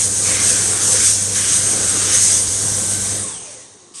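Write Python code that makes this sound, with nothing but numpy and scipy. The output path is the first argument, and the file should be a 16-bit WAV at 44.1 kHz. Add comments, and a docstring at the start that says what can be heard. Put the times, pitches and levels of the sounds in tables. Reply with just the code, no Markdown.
"""A wall hand dryer blows two thin sheets of air in a tiled washroom: their turbulence hisses, and breaks
on a hand that dips in and out. Hollow whooshes sound at the slot. The duct roars and the fast motor
whines at multiples of its shaft speed over a mains hum. Switched off, it coasts down under air drag:
its tones fall and the rush dies away. At the very end come a faint knock and the spray of a tap
starting to run in a basin."""
import sys
import numpy as np
from scipy import signal
from scipy.io import wavfile
from scipy.ndimage import uniform_filter1d

SR = 44100
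rng = np.random.default_rng(int(sys.argv[2]) if len(sys.argv) > 2 else 0)


def dump(signal):
    """Clip the signal to [-1, 1] and save it as 16-bit WAV at the path in sys.argv[1]."""
    limited = np.clip(np.atleast_2d(signal).T, -1, 1)
    pcm = np.round(limited * 32767).astype(np.int16)
    wavfile.write(sys.argv[1], SR, pcm)


N = 176400
T = np.arange(N) / SR

SHAFT_HZ, MAINS_RIPPLE_HZ = 1545.4, 100
OFF_S, COAST_S = 3.165, 0.2  # the speed has halved COAST_S after switch-off
PATCHY_DB = 1.5  # depth of the drifting patches in the air noise

# Noise spectra, each with the columns: frequency_hz, relative_density_db
ROOM_SPECTRUM = [(30, -26), (150, -7), (240, -13), (345, -10.5), (600, -40), (700, 10), (1150, 16),
                 (1400, -34), (2560, -50), (3700, 14), (5000, 4), (7000, 4.5), (8370, -61), (10300, -58),
                 (10900, -60)]  # quiet air of the room
SPRAY_SPECTRUM = [(700, -39), (1020, -43), (1140, -24), (1300, -31), (2200, -28), (2450, -23), (3070, -21),
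                  (3580, -18), (4000, -27), (4900, -15), (7000, -17), (8200, -9.5), (9800, -19),
                  (11000, -38), (14000, -53)]  # droplets on the basin
RUMBLE_SPECTRUM = [(15, -24), (30, -17), (60, -1.5), (85, 0), (130, -34)]  # deepest gusts of the airflow
LOW_ROAR_SPECTRUM = [(60, -35), (90, -1), (130, 1), (155, -3), (200, 1.5), (240, -4), (320, -20)]  # bass of the airflow
DUCT_SPECTRUM = [(170, -40), (250, -12.5), (295, -2), (365, -9), (410, -3.5), (465, -5.5), (512, -2.5),
                 (560, -10), (600, -10.5), (710, -11), (900, -13), (1200, -13), (1500, -24), (2000, -15)]  # air in the duct
HAND_SPECTRUM = [(650, -46), (1100, -9), (1480, -4.5), (1600, -3), (1870, -5), (2180, -3), (2470, -5),
                 (3250, -2.5), (3640, -4), (5000, -8), (6500, -4), (11000, -120)]  # air breaking on the hand
SHEET_SPECTRUM = [(2100, -64), (3500, -19), (4900, -13.5), (5600, -8.5), (6250, -2.5), (6700, -3.5),
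                  (7300, -7), (7980, -3.5), (8080, 0.5), (8450, 0.5), (8800, -3), (9500, -5.5),
                  (10500, -15.5), (11500, -22), (12500, -47), (13300, -29), (13700, -39), (13900, -45),
                  (14150, -44)]  # the two air sheets

# Harmonics of the supply hum: ripple_multiple, base_level_db
HUM_HARMONICS = [(1, -34.5), (2, -45)]
# Tones of the driven motor: shaft_multiple, base_level_db, ripple_depth_rad
SHAFT_ORDERS = [(1, -48, 0.37), (2, -55.5, .3), (4, -42, 0.41), (9, -57, 1.2)]
# How strongly the casing radiates a coasting tone: pitch_hz, level_db
CASING_RESPONSE = [(300, -44), (345, -41), (400, -47), (450, -60), (510, -39), (550, -43), (600, -36),
                   (650, -49), (820, -53), (910, -37.5), (980, -46), (1100, -36.5), (1200, -43),
                   (1400, -58), (1750, -58), (1950, -41), (2200, -54), (2450, -41.5), (2650, -52),
                   (2850, -39.5), (3250, -38.5), (3600, -44), (4500, -64), (6200, -66)]
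# Course of the roar at full fan speed: time_s, duct_level_db, low_roar_level_db
ROAR_LEVELS = [(0.0, -35, -48), (0.03, -36.5, -35), (0.2, -34, -40), (0.26, -32.5, -36), (0.99, -32.5, -37),
               (1.1, -38, -38.5), (1.82, -31.5, -37.5), (1.9, -35, -47), (1.95, -31, -37.5),
               (2.0, -33, -43), (2.05, -29.5, -34), (2.09, -30.5, -59), (2.17, -34.5, -36.5),
               (2.55, -37, -42), (2.66, -34.5, -33.5), (2.96, -34.5, -39.5), (2.98, -36, -33),
               (3.2, -32.5, -42)]
# Hollow whooshes at the slot; the last is a bright, sinking rush of air after the hand has left:
# start_s, length_s, first_pitch_hz, last_pitch_hz, level_db
SLOT_WHOOSHES = [(0.232, 0.22, 2330, 2070, -31), (0.274, 0.39, 1640, 1560, -37),
                 (0.688, 0.23, 1510, 1360, -36), (0.932, 0.13, 1480, 1670, -33),
                 (0.988, 0.076, 2230, 2130, -33), (1.37, 0.44, 1590, 1570, -40),
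                 (1.72, 0.42, 1400, 1410, -36.5), (2.015, 0.41, 1720, 2180, -39),
                 (2.294, 0.057, 493, 486, -34), (2.806, 0.55, 3970, 3620, -42)]
# Course of the hiss at full fan speed: time_s, sheet_level_db, hand_level_db, treble_gain_db
JET_LEVELS = [(0.0, -16, -29.5, 2.5), (0.04, -15.5, -34, -0.5), (0.13, -20.5, -34.5, 2),
              (0.22, -17.5, -35.5, -0.5), (0.27, -14.5, -28, -2), (0.32, -17.5, -27, 0.5),
              (0.4, -15.5, -26, -2), (0.49, -15, -26, 2.5), (0.55, -15.5, -28.5, -0.5),
              (0.62, -16, -27, 0.5), (0.69, -18, -31, 2), (0.76, -20.5, -31, 3), (0.82, -15, -28.5, -1.5),
              (0.92, -14.5, -31.5, 3), (0.98, -13.5, -25.5, -2.5), (1.03, -14, -27, 2.5),
              (1.065, -11.5, -26, 1.5), (1.15, -13.5, -34.5, -2), (1.19, -18.5, -34, -0.5),
              (1.33, -18.5, -36, -0.5), (1.37, -15, -28, -1), (1.44, -18.5, -28, 1),
              (1.5, -15, -26.5, -0.5), (1.58, -15, -29.5, 1.5), (1.62, -16, -30, -1), (1.7, -17.5, -31, 1),
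              (1.8, -17.5, -31, -0.5), (1.84, -17.5, -32, 0.5), (1.93, -18, -29, 1.5),
              (1.97, -16, -28.5, -1), (2.1, -15.5, -26, -0.5), (2.17, -13, -26, -1), (2.23, -11.5, -30, 0),
              (2.3, -12, -29.5, -2.5), (2.38, -13.5, -30.5, 0), (2.42, -19.5, -34.5, 2.5),
              (2.46, -18.5, -34.5, 0), (2.73, -18.5, -35, 1.5), (2.86, -21, -35, 4), (3.15, -22, -35.5, 1),
              (3.24, -24, -34.5, 7), (3.4, -21.5, -34, 0.5), (3.55, -19.5, -32, -1),
              (3.7, -21.5, -33.5, -3)]


def amp(db):
    """Amplitude ratio of a level in decibels."""
    return 10 ** (np.asarray(db) / 20)


def unit_rms(x):
    """Normalisation to unit mean power."""
    return x / np.sqrt(np.mean(x ** 2) + 1e-20)


def level_at(spectrum, hz):
    """Interpolation of a spectrum over log frequency; -90 dB beyond its ends."""
    points_hz, points_db = np.transpose(spectrum)
    return np.interp(np.log(hz + 1), np.log(points_hz + 1), points_db, left=-90, right=-90)


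def envelopes(table):
    """Linear interpolation over time, one curve for each level column."""
    times_s, *columns = np.transpose(table)
    return [np.interp(T, times_s, column) for column in columns]


def drift(top_hz):
    """Superposed sines of random phase: a fluctuation in the three octaves below top_hz, rms 1."""
    return unit_rms(sum(np.sin(2 * np.pi * (hz * T + rng.random())) / np.sqrt(hz)
                        for hz in np.geomspace(top_hz / 8, top_hz, num=16)))


def shaped_noise(spectrum, patchy_db, size=1024):
    """Spectral shaping of Gaussian noise, with patches drifting in time and frequency; rms 1."""
    hz = np.fft.rfftfreq(size, 1 / SR)
    real, imag, patches = rng.standard_normal((N * 4 // size + 5, len(hz), 3)).T
    patches = unit_rms(uniform_filter1d(uniform_filter1d(patches, size=10, axis=0), size=10, axis=1))
    frames = (real + 1j * imag) * amp(level_at(spectrum, hz)[:, None] + patchy_db * patches)
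    return unit_rms(signal.istft(frames, nperseg=size, noverlap=size * 3 // 4)[1][:N])


def lowpass(x, cutoff_hz, taps):
    """Linear-phase filtering without delay, so that bands can be split by subtraction."""
    return signal.oaconvolve(x, signal.firwin(taps, cutoff_hz, fs=SR), "same")


def resonate(x, hz, width_hz):
    """A damped resonator whose natural frequency follows the curve hz."""
    carrier = np.exp(2j * np.pi * np.cumsum(hz) / SR)
    pole = np.exp(-np.pi * width_hz / SR)
    return 2 * (carrier * signal.lfilter([1 - pole], [1, -pole], x / carrier)).real


def speed_halvings():
    """Quadratic air drag brakes the motor after switch-off; counts how often its speed has halved."""
    return np.log2(1 + np.maximum(T - OFF_S, 0) / COAST_S)


def room_air():
    """Ambient noise: the quiet air of the room sets a steady floor."""
    return amp(-55.5) * shaped_noise(ROOM_SPECTRUM, patchy_db=0.5)


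def knock(start_s=3.9122, level_db=-35, pitch_hz=330, t60_s=0.03):
    """One heavily damped mode decays exponentially: a soft, dull knock."""
    age = np.maximum(T - start_s, 0)
    attack = np.minimum(age / 0.0013, 1)
    return -attack * amp(level_db - 60 * age / t60_s) * np.sin(2 * np.pi * pitch_hz * age)


def tap_water(start_s=3.937, rise_s=0.033, pipe_hz=1170, fall_hz_per_s=1170):
    """Fine droplet impacts on the basin merge into noise; the pipe adds a faint, sinking whistle."""
    age = T - start_s
    opening = np.sqrt(np.clip(age / rise_s, 0, 1))
    whistle = amp(-49) * np.sin(2 * np.pi * (pipe_hz * T - fall_hz_per_s * age ** 2 / 2))
    spray = amp(-32.5 + 0.6 * drift(300)) * shaped_noise(SPRAY_SPECTRUM, patchy_db=1, size=512)
    return opening * (spray + whistle)


def mains_hum(lift_db, stop_s=3.22, fade_s=0.029, ring_s=0.22, ring_share=0.16):
    """Harmonics of the supply ripple stop quickly, while a share rings on as room reverberation."""
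    age = np.maximum(T - stop_s, 0)
    envelope = (1 - ring_share) * np.exp(-age / fade_s) + ring_share * np.exp(-age / ring_s)
    hum = np.zeros(N)
    for multiple, base_db in HUM_HARMONICS:
        level_db = base_db + lift_db * (multiple > 1) + 0.5 * drift(12)
        hum += amp(level_db) * np.sin(2 * np.pi * multiple * MAINS_RIPPLE_HZ * T)
    return envelope * hum


def shaft_whine(lift_db, jitter_rad=0.06, waver_db=1.8):
    """Wavering harmonics of the shaft rotation, phase-modulated by the mains ripple."""
    whine = np.zeros(N)
    for order, base_db, ripple_rad in SHAFT_ORDERS:
        wobble = ripple_rad * np.sin(2 * np.pi * MAINS_RIPPLE_HZ * T) + order * jitter_rad * drift(30)
        level_db = base_db + lift_db + waver_db * drift(13)
        whine += amp(level_db) * np.sin(2 * np.pi * order * SHAFT_HZ * T + wobble)
    return whine


def coasting_tones(jitter_rad=0.42, db_per_halving=8):
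    """Forced vibration: two falling shaft orders swell as they sweep through the casing's resonances."""
    halvings = speed_halvings()
    speed_hz = SHAFT_HZ / 2 ** halvings
    turns = np.cumsum(speed_hz) / SR
    tones = np.zeros(N)
    for order in (1, 4):
        level_db = level_at(CASING_RESPONSE, order * speed_hz) - db_per_halving * halvings
        tones += amp(level_db) * np.sin(2 * np.pi * order * turns + jitter_rad * drift(90))
    return tones


def tile_reverb(x, t60_s=0.7, gain_db=-1):
    """Dense reflections from the tiles form an exponentially decaying tail."""
    tail = rng.standard_normal(SR // 2) * amp(-60 * T[:SR // 2] / t60_s)
    return amp(gain_db) * signal.fftconvolve(x, tail / np.linalg.norm(tail))[:N]


def motor(linger_s=0.05):
    """Tonal machine noise: after switch-off the whine lingers in the room and yields to coasting tones."""
    driven = np.clip((OFF_S - T) / linger_s + 1, 0, 1)
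    lift_db = 4.5 * np.clip((T - 2.6) / 0.27, 0, 1)  # the tones come forward once the hand has left
    running = driven * shaft_whine(lift_db) + mains_hum(lift_db)
    coasting = (1 - driven) * coasting_tones()
    return np.sqrt(2) * (running + coasting + tile_reverb(coasting))  # sine levels from rms to peak


def duct_roar():
    """Turbulent duct flow roars over a gusting bass; each band drops a set level per halving of speed."""
    duct_db, low_db = envelopes(ROAR_LEVELS)
    halvings = speed_halvings()
    duct = amp(duct_db - 10.5 * halvings) * shaped_noise(DUCT_SPECTRUM, PATCHY_DB, size=2048)
    low_roar = amp(low_db - 8 * halvings) * shaped_noise(LOW_ROAR_SPECTRUM, PATCHY_DB, size=4096)
    gust_db = -43.5 + 2 * drift(9)
    rumble = amp(gust_db - 15 * halvings) * shaped_noise(RUMBLE_SPECTRUM, patchy_db=0, size=4096)
    return duct + low_roar + rumble


def slot_whooshes(width_hz=410):
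    """Resonant filtering of noise: hollow whooshes at the slot swell and fade at a gliding pitch."""
    whooshes = np.zeros(N)
    for start_s, length_s, first_hz, last_hz, level_db in SLOT_WHOOSHES:
        progress = np.clip((T - start_s) / length_s, 0, 1)
        pitch_hz = first_hz + (last_hz - first_hz) * progress
        ring = resonate(resonate(rng.standard_normal(N), pitch_hz, width_hz), pitch_hz, width_hz)
        swell = np.sqrt(abs(np.sin(np.pi * progress)))
        whooshes += amp(level_db) * swell * unit_rms(ring)
    return whooshes


def air_sheets(fade_db_per_s=17):
    """Turbulent jet noise: the sheets hiss and break on the hand, weakening as the fan slows."""
    sheet_db, hand_db, treble_db = envelopes(JET_LEVELS)
    halvings = speed_halvings()
    # Both layers flicker together, and fade further as the air column comes to rest.
    flow_db = 0.5 * drift(40) - fade_db_per_s * np.maximum(T - OFF_S, 0)
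    hiss = shaped_noise(SHEET_SPECTRUM, PATCHY_DB)
    body = lowpass(hiss, cutoff_hz=7400, taps=101)
    highest = hiss - lowpass(hiss, cutoff_hz=10600, taps=201)
    upper = hiss - body - highest
    treble = upper + amp(-26 * halvings) * highest  # the highest hiss dies fastest
    sheets = amp(sheet_db - 6.5 * halvings + flow_db) * (body + amp(treble_db) * treble)
    on_hand = amp(hand_db - 5.5 * halvings + flow_db) * shaped_noise(HAND_SPECTRUM, PATCHY_DB)
    return sheets + on_hand


def scene():
    """Superposition: all sources add at one point, the same in both channels."""
    dryer = air_sheets() + duct_roar() + slot_whooshes() + motor()
    mono = dryer + knock() + tap_water() + room_air()
    return np.array([mono, mono])


def record(dry, knee=0.7, headroom=0.2, cutoff_hz=14300):
    """Soft saturation rounds off peaks above the knee; a low-pass filter then limits the band."""
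    excess = np.maximum(abs(dry) - knee, 0)
    rounded = dry - np.sign(dry) * (excess - headroom * np.tanh(excess / headroom))
    band_limit = signal.firwin(511, cutoff_hz, window=("kaiser", 9), fs=SR)
    return signal.oaconvolve(rounded, band_limit[None], "same")


dry = scene()
out = record(dry)
dump(out)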